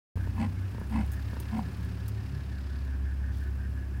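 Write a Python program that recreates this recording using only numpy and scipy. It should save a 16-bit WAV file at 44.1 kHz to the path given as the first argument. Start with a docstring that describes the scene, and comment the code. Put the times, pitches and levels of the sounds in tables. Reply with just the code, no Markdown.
"""Leopard sawing beside an idling vehicle

A leopard on a grassy mound saws three times: slow throat clicks on the in-stroke, then a hoarse low
rasp as its loose vocal folds flap on the out-stroke. Close by a vehicle idles with a throbbing
exhaust, ticking valves and a faintly chirping belt. Fingers tick on a camera; something rustles."""
import sys
import numpy as np
from scipy import signal
from scipy.fft import rfft, irfft
from scipy.io import wavfile
from scipy.ndimage import uniform_filter1d

SR = 44100
rng = np.random.default_rng(int(sys.argv[2]) if len(sys.argv) > 2 else 0)


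def transcribe(u):
    """Save the signal u as a 16-bit wav file named by the first command-line argument.

    u: samples, shape (n,) or (channels, n), limited to [-1, 1]; the rate is SR.
    q: integer samples, one column per channel.
    """
    v = np.clip(np.atleast_2d(u).T, -1, 1)
    q = np.round(v * 32767).astype(np.int16)
    wavfile.write(sys.argv[1], SR, q)


N = 176400
T = np.arange(N) / SR

# colour of the open air: freq_hz, relative_db
AIR_COLOUR = [(400, -2.5), (480, -3.5), (1150, -6.5), (1750, -6), (2000, -13.5), (2700, -12.5), (3700, -21),
              (5200, -17.5), (6600, -27), (10000, -28.5), (15000, -36)]
# its fader: time_s, level_db
AIR_LEVEL = [(.6, -55), (1.4, -53), (2.7, -55.5), (4, -57)]
# engine speed as twice the firing rate: time_s, pitch_hz
ENGINE_SPEED = [(.6, 63), (1.15, 69), (1.7, 69), (2.1, 70), (2.8, 67.6), (4, 67.8)]
# the exhaust's second harmonic: time_s, level_db
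BOOM_LEVEL = [(.25, -35), (.7, -45), (.83, -38.5), (1.0, -29), (1.2, -36), (2.15, -39.5), (3.05, -30.5),
              (4, -34.5)]
# its third harmonic: time_s, level_db
DRONE_LEVEL = [(.25, -31.5), (.68, -36), (.82, -44.5), (1.02, -37.5), (1.5, -40), (2.25, -35.5),
               (2.7, -48.5), (4, -41.5)]
# its other partials: multiple_of_firing_rate, level_db
EXHAUST_PARTIALS = [(1, -61), (2.5, -50), (3.5, -50.5), (4, -55.5), (5.5, -54.5), (7.6, -59.5), (11, -63)]
# colour of the engine rumble: freq_hz, relative_db
RUMBLE_COLOUR = [(20, -53), (45, -7.5), (90, 7.5), (140, -8), (180, -3.5), (275, -3), (330, -11),
                 (900, -44.5)]
# its fader: time_s, level_db
RUMBLE_LEVEL = [(.2, -42), (.65, -45.5), (1.6, -45), (2.7, -47), (4, -45.5)]
# hollow swells in the rumble: peak_s, half_width_s, pitch_hz, level_db
SWELLS = [(1.906, 0.2, 176.2, -44.5), (2.357, 0.061, 135, -39)]
# colour of the valve ticks: freq_hz, relative_db
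TICK_COLOUR = [(900, 7), (2700, 6), (3300, -2.5), (4600, -20), (6500, -7), (16000, -20)]
# their fader: time_s, level_db
TICK_LEVEL = [(.9, -60.5), (1.3, -57.5), (2.75, -61.5), (3.0, -65)]
# resonances of the engine's bright chirr: freq_hz, width_hz, relative_db
CHIRR_BANDS = [(3820, 1200, 4.5), (4404, 240, 1), (4820, 500, 0)]
# its fader: time_s, level_db
CHIRR_LEVEL = [(1.0, -70), (1.25, -63.5), (2.1, -65.5), (2.8, -64), (2.97, -76)]
# resonances of the belt: freq_hz, width_hz, relative_db
BELT_BANDS = [(1497, 17, -4), (1591, 18, -2), (1692, 17.7, 2.5), (1803, 49, -2), (2146, 53, -12)]
# its fader: time_s, level_db
BELT_LEVEL = [(.25, -57), (.55, -60.5), (1.3, -57.5), (2.1, -64), (3.1, -56), (4, -59)]

# band of the dry rustle: freq_hz, width_hz, relative_db
RUSTLE_BAND = [(3450, 2200, 0)]
# its fader: time_s, level_db
RUSTLE_LEVEL = [(3.28, -90), (3.34, -64), (3.45, -68.5), (3.56, -90)]
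# fader of the rubbing fingers: time_s, level_db
RUB_LEVEL = [(.7, -72.5), (.88, -66.5), (1.55, -68), (2.4, -74.5), (3.3, -80), (3.37, -66), (3.55, -75)]
# finger ticks: start_s, level_db, decay_s
FINGER_TICKS = [(1.117, -43, .008), (1.133, -49, .009), (1.400, -40, .006), (2.0805, -39.5, .006),
                (2.850, -53, .002)]
# colour of the rub and the finger ticks: freq_hz, relative_db
SHELL_COLOUR = [(2000, -11), (6000, -4.5), (8000, -2.5), (9700, 1), (12000, -1.5), (14500, 1)]

# echo off the bush: delay_s, gain_db
BUSH_ECHO = [(.037, -14.5)]
# throat slaps on the in-strokes: start_s, level_db
THROAT_SLAPS = [(0.173, -31.5), (0.273, -31), (0.748, -33), (.783, -32.5), (0.815, -29), (1.333, -32),
                (1.368, -31), (1.406, -36)]
# the throat modes they ring: freq_hz, gain_db, t60_s
THROAT_MODES = [(220, 0.5, 0.037), (434, 0.5, 0.009), (925, -9, 0.024)]
# hard catches of the voice: start_s, level_db
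CATCHES = [(.380, -38.5), (.924, -39.5), (.960, -30.5), (1.531, -41), (1.592, -29.5)]
# resonances of the open mouth: freq_hz, width_hz, relative_db
MOUTH_BANDS = [(182, 29, -2.5), (274, 52, -4), (527, 52, -3.5), (630, 51, -1.5), (795, 40, 1.5),
               (935, 35, 1), (1021, 43, 2.5)]
# upper resonances that colour the hiss: freq_hz, width_hz, relative_db
MUZZLE_BANDS = [(1426, 104, 10), (1702, 26, 12), (2124, 380, 8.5), (2593, 45, 13.5), (2790, 500, 0.5),
                (4400, 750, -4.5), (8160, 2000, -11.5)]
# out-strokes: start_s, length_s, chest_db, mouth_db, hiss_db, hollow_hz, hollow_db, tail_db
RASPS = [(0.394, 0.06, -28, -41, -46.5, 835, -49.5, -39.5), (0.932, 0.093, -29, -44, -48.3, 780, -49, -45),
         (1.531, 0.0773, -31.5, -47, -54, 735, -46, -39)]


def from_db(db):
    """Decibels to gain."""
    return 10 ** (np.asarray(db) / 20)


def rms_one(x):
    """Scale to rms 1."""
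    return x / np.sqrt(np.mean(x ** 2) + 1e-20)


def curve(rows):
    """Join (time_s, value) rows by straight lines."""
    return np.interp(T, *np.transpose(rows))


def drift(rate_hz):
    """Random wander up to about rate_hz, rms 1."""
    rolloff = 1 + (np.fft.rfftfreq(N, 1 / SR) / rate_hz) ** 4
    return rms_one(irfft(rfft(rng.standard_normal(N)) / rolloff, N))


def noise(colour):
    """Noise of a given colour, rms 1."""
    hz, db = np.transpose(colour)
    gain = from_db(np.interp(np.log(np.fft.rfftfreq(N, 1 / SR) + 1), np.log(hz), db))
    return rms_one(irfft(rfft(rng.standard_normal(N)) * gain, N))


def band_noise(bands):
    """White noise through steep resonances in parallel."""
    white = rng.standard_normal(N)
    out = 0
    for hz, width, db in bands:
        r = np.exp(-np.pi * width * np.sqrt(2) / SR)
        b = (1 - r * r) / 2 * np.array([1, 0, -1])
        a = [1, -2 * r * np.cos(2 * np.pi * hz / SR), r * r]
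        out += from_db(db) * signal.lfilter(b, a, signal.lfilter(b, a, white))
    return out


def tone(pitch_hz):
    """A sine that follows a moving pitch, rms 1."""
    return np.sqrt(2) * np.sin(2 * np.pi * np.cumsum(pitch_hz) / SR)


def ring(clicks, hz, t60):
    """Each click sets off a dying sine."""
    r, w = from_db(-60 / (t60 * SR)), 2 * np.pi * hz / SR
    return signal.lfilter([0, np.sin(w)], [1, -2 * r * np.cos(w), r * r], clicks + 1e-18)


def puffs(turns, sharpness):
    """One smooth puff each turn, rms 1."""
    return rms_one(np.exp(sharpness * np.cos(2 * np.pi * turns)))


def leveller(x, samples):
    """Ride the gain to hold the running rms near 1."""
    return x / np.sqrt(np.abs(uniform_filter1d(x * x, samples)) + 1e-12)


def open_air():
    """A soft bed of air and far machine hiss."""
    return from_db(curve(AIR_LEVEL)) * noise(AIR_COLOUR)


def exhaust(firings):
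    """Wavering partials of the firing rate throb over a low rumble."""
    def partial(multiple, db, waver_db):
        gain = np.sqrt(2) * from_db(db + waver_db * drift(22.2))
        turns = multiple * firings + rng.random() + 0.0042 * multiple * drift(10.6)
        return gain * np.sin(2 * np.pi * turns)
    boom = partial(2, curve(BOOM_LEVEL), waver_db=0.57)
    drone = partial(3, curve(DRONE_LEVEL), waver_db=3)
    others = sum(partial(multiple, db, waver_db=4) for multiple, db in EXHAUST_PARTIALS)
    return boom + drone + others + from_db(curve(RUMBLE_LEVEL)) * noise(RUMBLE_COLOUR)


def swells():
    """Soft low tones rise out of the rumble and sink back."""
    waver = 1 + 0.017 * drift(12)
    return sum(from_db(db) * np.exp(-((T - peak) / half_width) ** 2) * tone(hz * waver)
               for peak, half_width, hz, db in SWELLS)


def valves(firings):
    """A bright tick and a chirr with every firing, each of a slightly different strength."""
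    turns = firings + 0.33   # a third of a firing ahead
    ticks = from_db(curve(TICK_LEVEL)) * puffs(turns, sharpness=0.36) * noise(TICK_COLOUR)
    chirr = from_db(curve(CHIRR_LEVEL)) * puffs(turns, sharpness=.7) * rms_one(band_noise(CHIRR_BANDS))
    return from_db(1.5 * np.tanh(drift(41))) * (ticks + chirr)


def belt(firings):
    """The belt chirps hoarsely for half of each turn, dipping mid-chirp; its tone slowly dulls."""
    firings_per_turn, joint_turns = 6.04, .2
    dulling_db_per_octave_s, pivot_hz, wander_db = 6, BELT_BANDS[2][0], 3
    squeal = 0
    for hz, width, db in BELT_BANDS:
        dulling_db = dulling_db_per_octave_s * np.log2(hz / pivot_hz) * (T - T.mean())
        band = leveller(band_noise([(hz, width, 0)]), samples=1400)
        squeal += from_db(db - dulling_db + wander_db * drift(11)) * band
    roughness = from_db(1.5 * np.tanh(drift(90)))
    squeal = rms_one(leveller(squeal, samples=1400) * roughness)
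    from_joint = (firings / firings_per_turn - joint_turns + .5) % 1 - .5
    grip_db = 6.5 * np.tanh(2.5 * np.cos(2 * np.pi * from_joint))
    dip_db = 6 * np.exp(-((from_joint + 0.039 * drift(1.2)) / .07) ** 2)
    return from_db(curve(BELT_LEVEL)) * rms_one(from_db(grip_db - dip_db)) * squeal


def rustle():
    """A short grainy rustle, as of cloth or dry grass."""
    return from_db(curve(RUSTLE_LEVEL) + 2 * drift(120)) * rms_one(band_noise(RUSTLE_BAND))


def fingers():
    """Fingers rub and tick on a camera's shell."""
    envelope = from_db(curve(RUB_LEVEL) + 4.4 * drift(120))
    for start, db, decay in FINGER_TICKS:
        age = np.maximum(T - start, 0)
        attack = 1 - np.exp(-age / 0.00088)
        envelope += from_db(db) * attack * np.exp(-np.minimum(age / decay, 40))
    return envelope * noise(SHELL_COLOUR)


def bush(voice):
    """The voice plus one dull echo off the bush."""
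    dull = signal.sosfilt(signal.butter(1, 700, fs=SR, output="sos"), voice)
    return voice + sum(from_db(db) * np.interp(T - delay, T, dull, left=0) for delay, db in BUSH_ECHO)


def throat_clicks():
    """On the in-stroke the folds slap slowly enough to be heard one by one."""
    starts, slap_db = np.transpose(THROAT_SLAPS)
    out = 0
    for hz, mode_db, t60 in THROAT_MODES:
        slaps = np.zeros(N)
        slaps[(starts * SR).astype(int)] = from_db(slap_db + mode_db + rng.normal(0, 1, len(starts)))
        out += ring(slaps, hz, t60)
    return signal.sosfilt(signal.butter(2, 1600, fs=SR, output="sos"), out)


def catches():
    """Short hard barks of air in the mouth's main resonance."""
    pitch_hz, rise_s = 892, 0.0015
    bark = tone(pitch_hz * (1 + 0.0598 * drift(216)))
    return bark * sum(from_db(db) * np.exp(-((T - start - rise_s) / rise_s) ** 2)
                      for start, db in CATCHES)


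def rasps():
    """Loose folds flap unevenly: a rough chest tone and puffs of breath, then a low falling tail."""
    flap_hz, flap_jitter = 61, 0.23
    attack_s, release_s, arch_db = .019, .015, 4
    chest_hz, sag_hz_per_s, pitch_arch = 220, 10, .08
    tail_hz, fall_hz_per_s, tail_delay_s, tail_half_width_s = 165.5, 350, 0.028, 0.044
    flaps = np.cumsum(flap_hz * (1 + flap_jitter * drift(87))) / SR
    mouth = puffs(flaps, sharpness=0.32) * leveller(band_noise(MOUTH_BANDS), samples=500)
    hiss = puffs(flaps, sharpness=0.57) * leveller(band_noise(MUZZLE_BANDS), samples=400)
    wobble = 1 + .09 * drift(73)
    shimmer = from_db(2.85 * np.tanh(drift(73)))
    out = 0
    for start, length, chest_db, mouth_db, hiss_db, hollow_hz, hollow_db, tail_db in RASPS:
        fade = np.maximum(start - T, 0) / attack_s + np.maximum(T - start - length, 0) / release_s
        # level and pitch both crest mid-stroke
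        arch = np.sin(np.pi * np.clip((T - start) / length, 0, 1)) - 1
        effort = np.exp(-fade) * from_db(arch_db * arch)
        pitch = (chest_hz - sag_hz_per_s * start) * wobble * (1 + pitch_arch * (arch + .5))
        chest = from_db(chest_db) * shimmer * tone(pitch)
        hollow = from_db(hollow_db) * leveller(band_noise([(hollow_hz, 45, 0)]), samples=700)
        out += effort * (chest + from_db(mouth_db) * mouth + from_db(hiss_db) * hiss + hollow)
        from_tail_peak = T - start - length - tail_delay_s
        groan = tone((tail_hz - fall_hz_per_s * from_tail_peak) * wobble)
        out += from_db(tail_db) * np.exp(-(from_tail_peak / tail_half_width_s) ** 2) * groan
    return out


def scene():
    """Mono mix: the leopard over the idling vehicle, the air and the small noises."""
    firings = np.cumsum(curve(ENGINE_SPEED) / 2) / SR
    leopard = bush(rasps() + catches() + throat_clicks())
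    vehicle = exhaust(firings) + swells() + valves(firings) + belt(firings)
    return (leopard + vehicle + open_air() + fingers() + rustle())[None]


def record(dry):
    """Open after a moment of silence and cut the very top."""
    silence_s, cutoff_hz = .156, 15800
    fade_in = np.clip((T - silence_s) * 1000, 0, 1)
    high_cut = signal.ellip(10, .1, 80, cutoff_hz, fs=SR, output="sos")
    return signal.sosfilt(high_cut, dry * fade_in + 1e-18)


dry = scene()
out = record(dry)
transcribe(out)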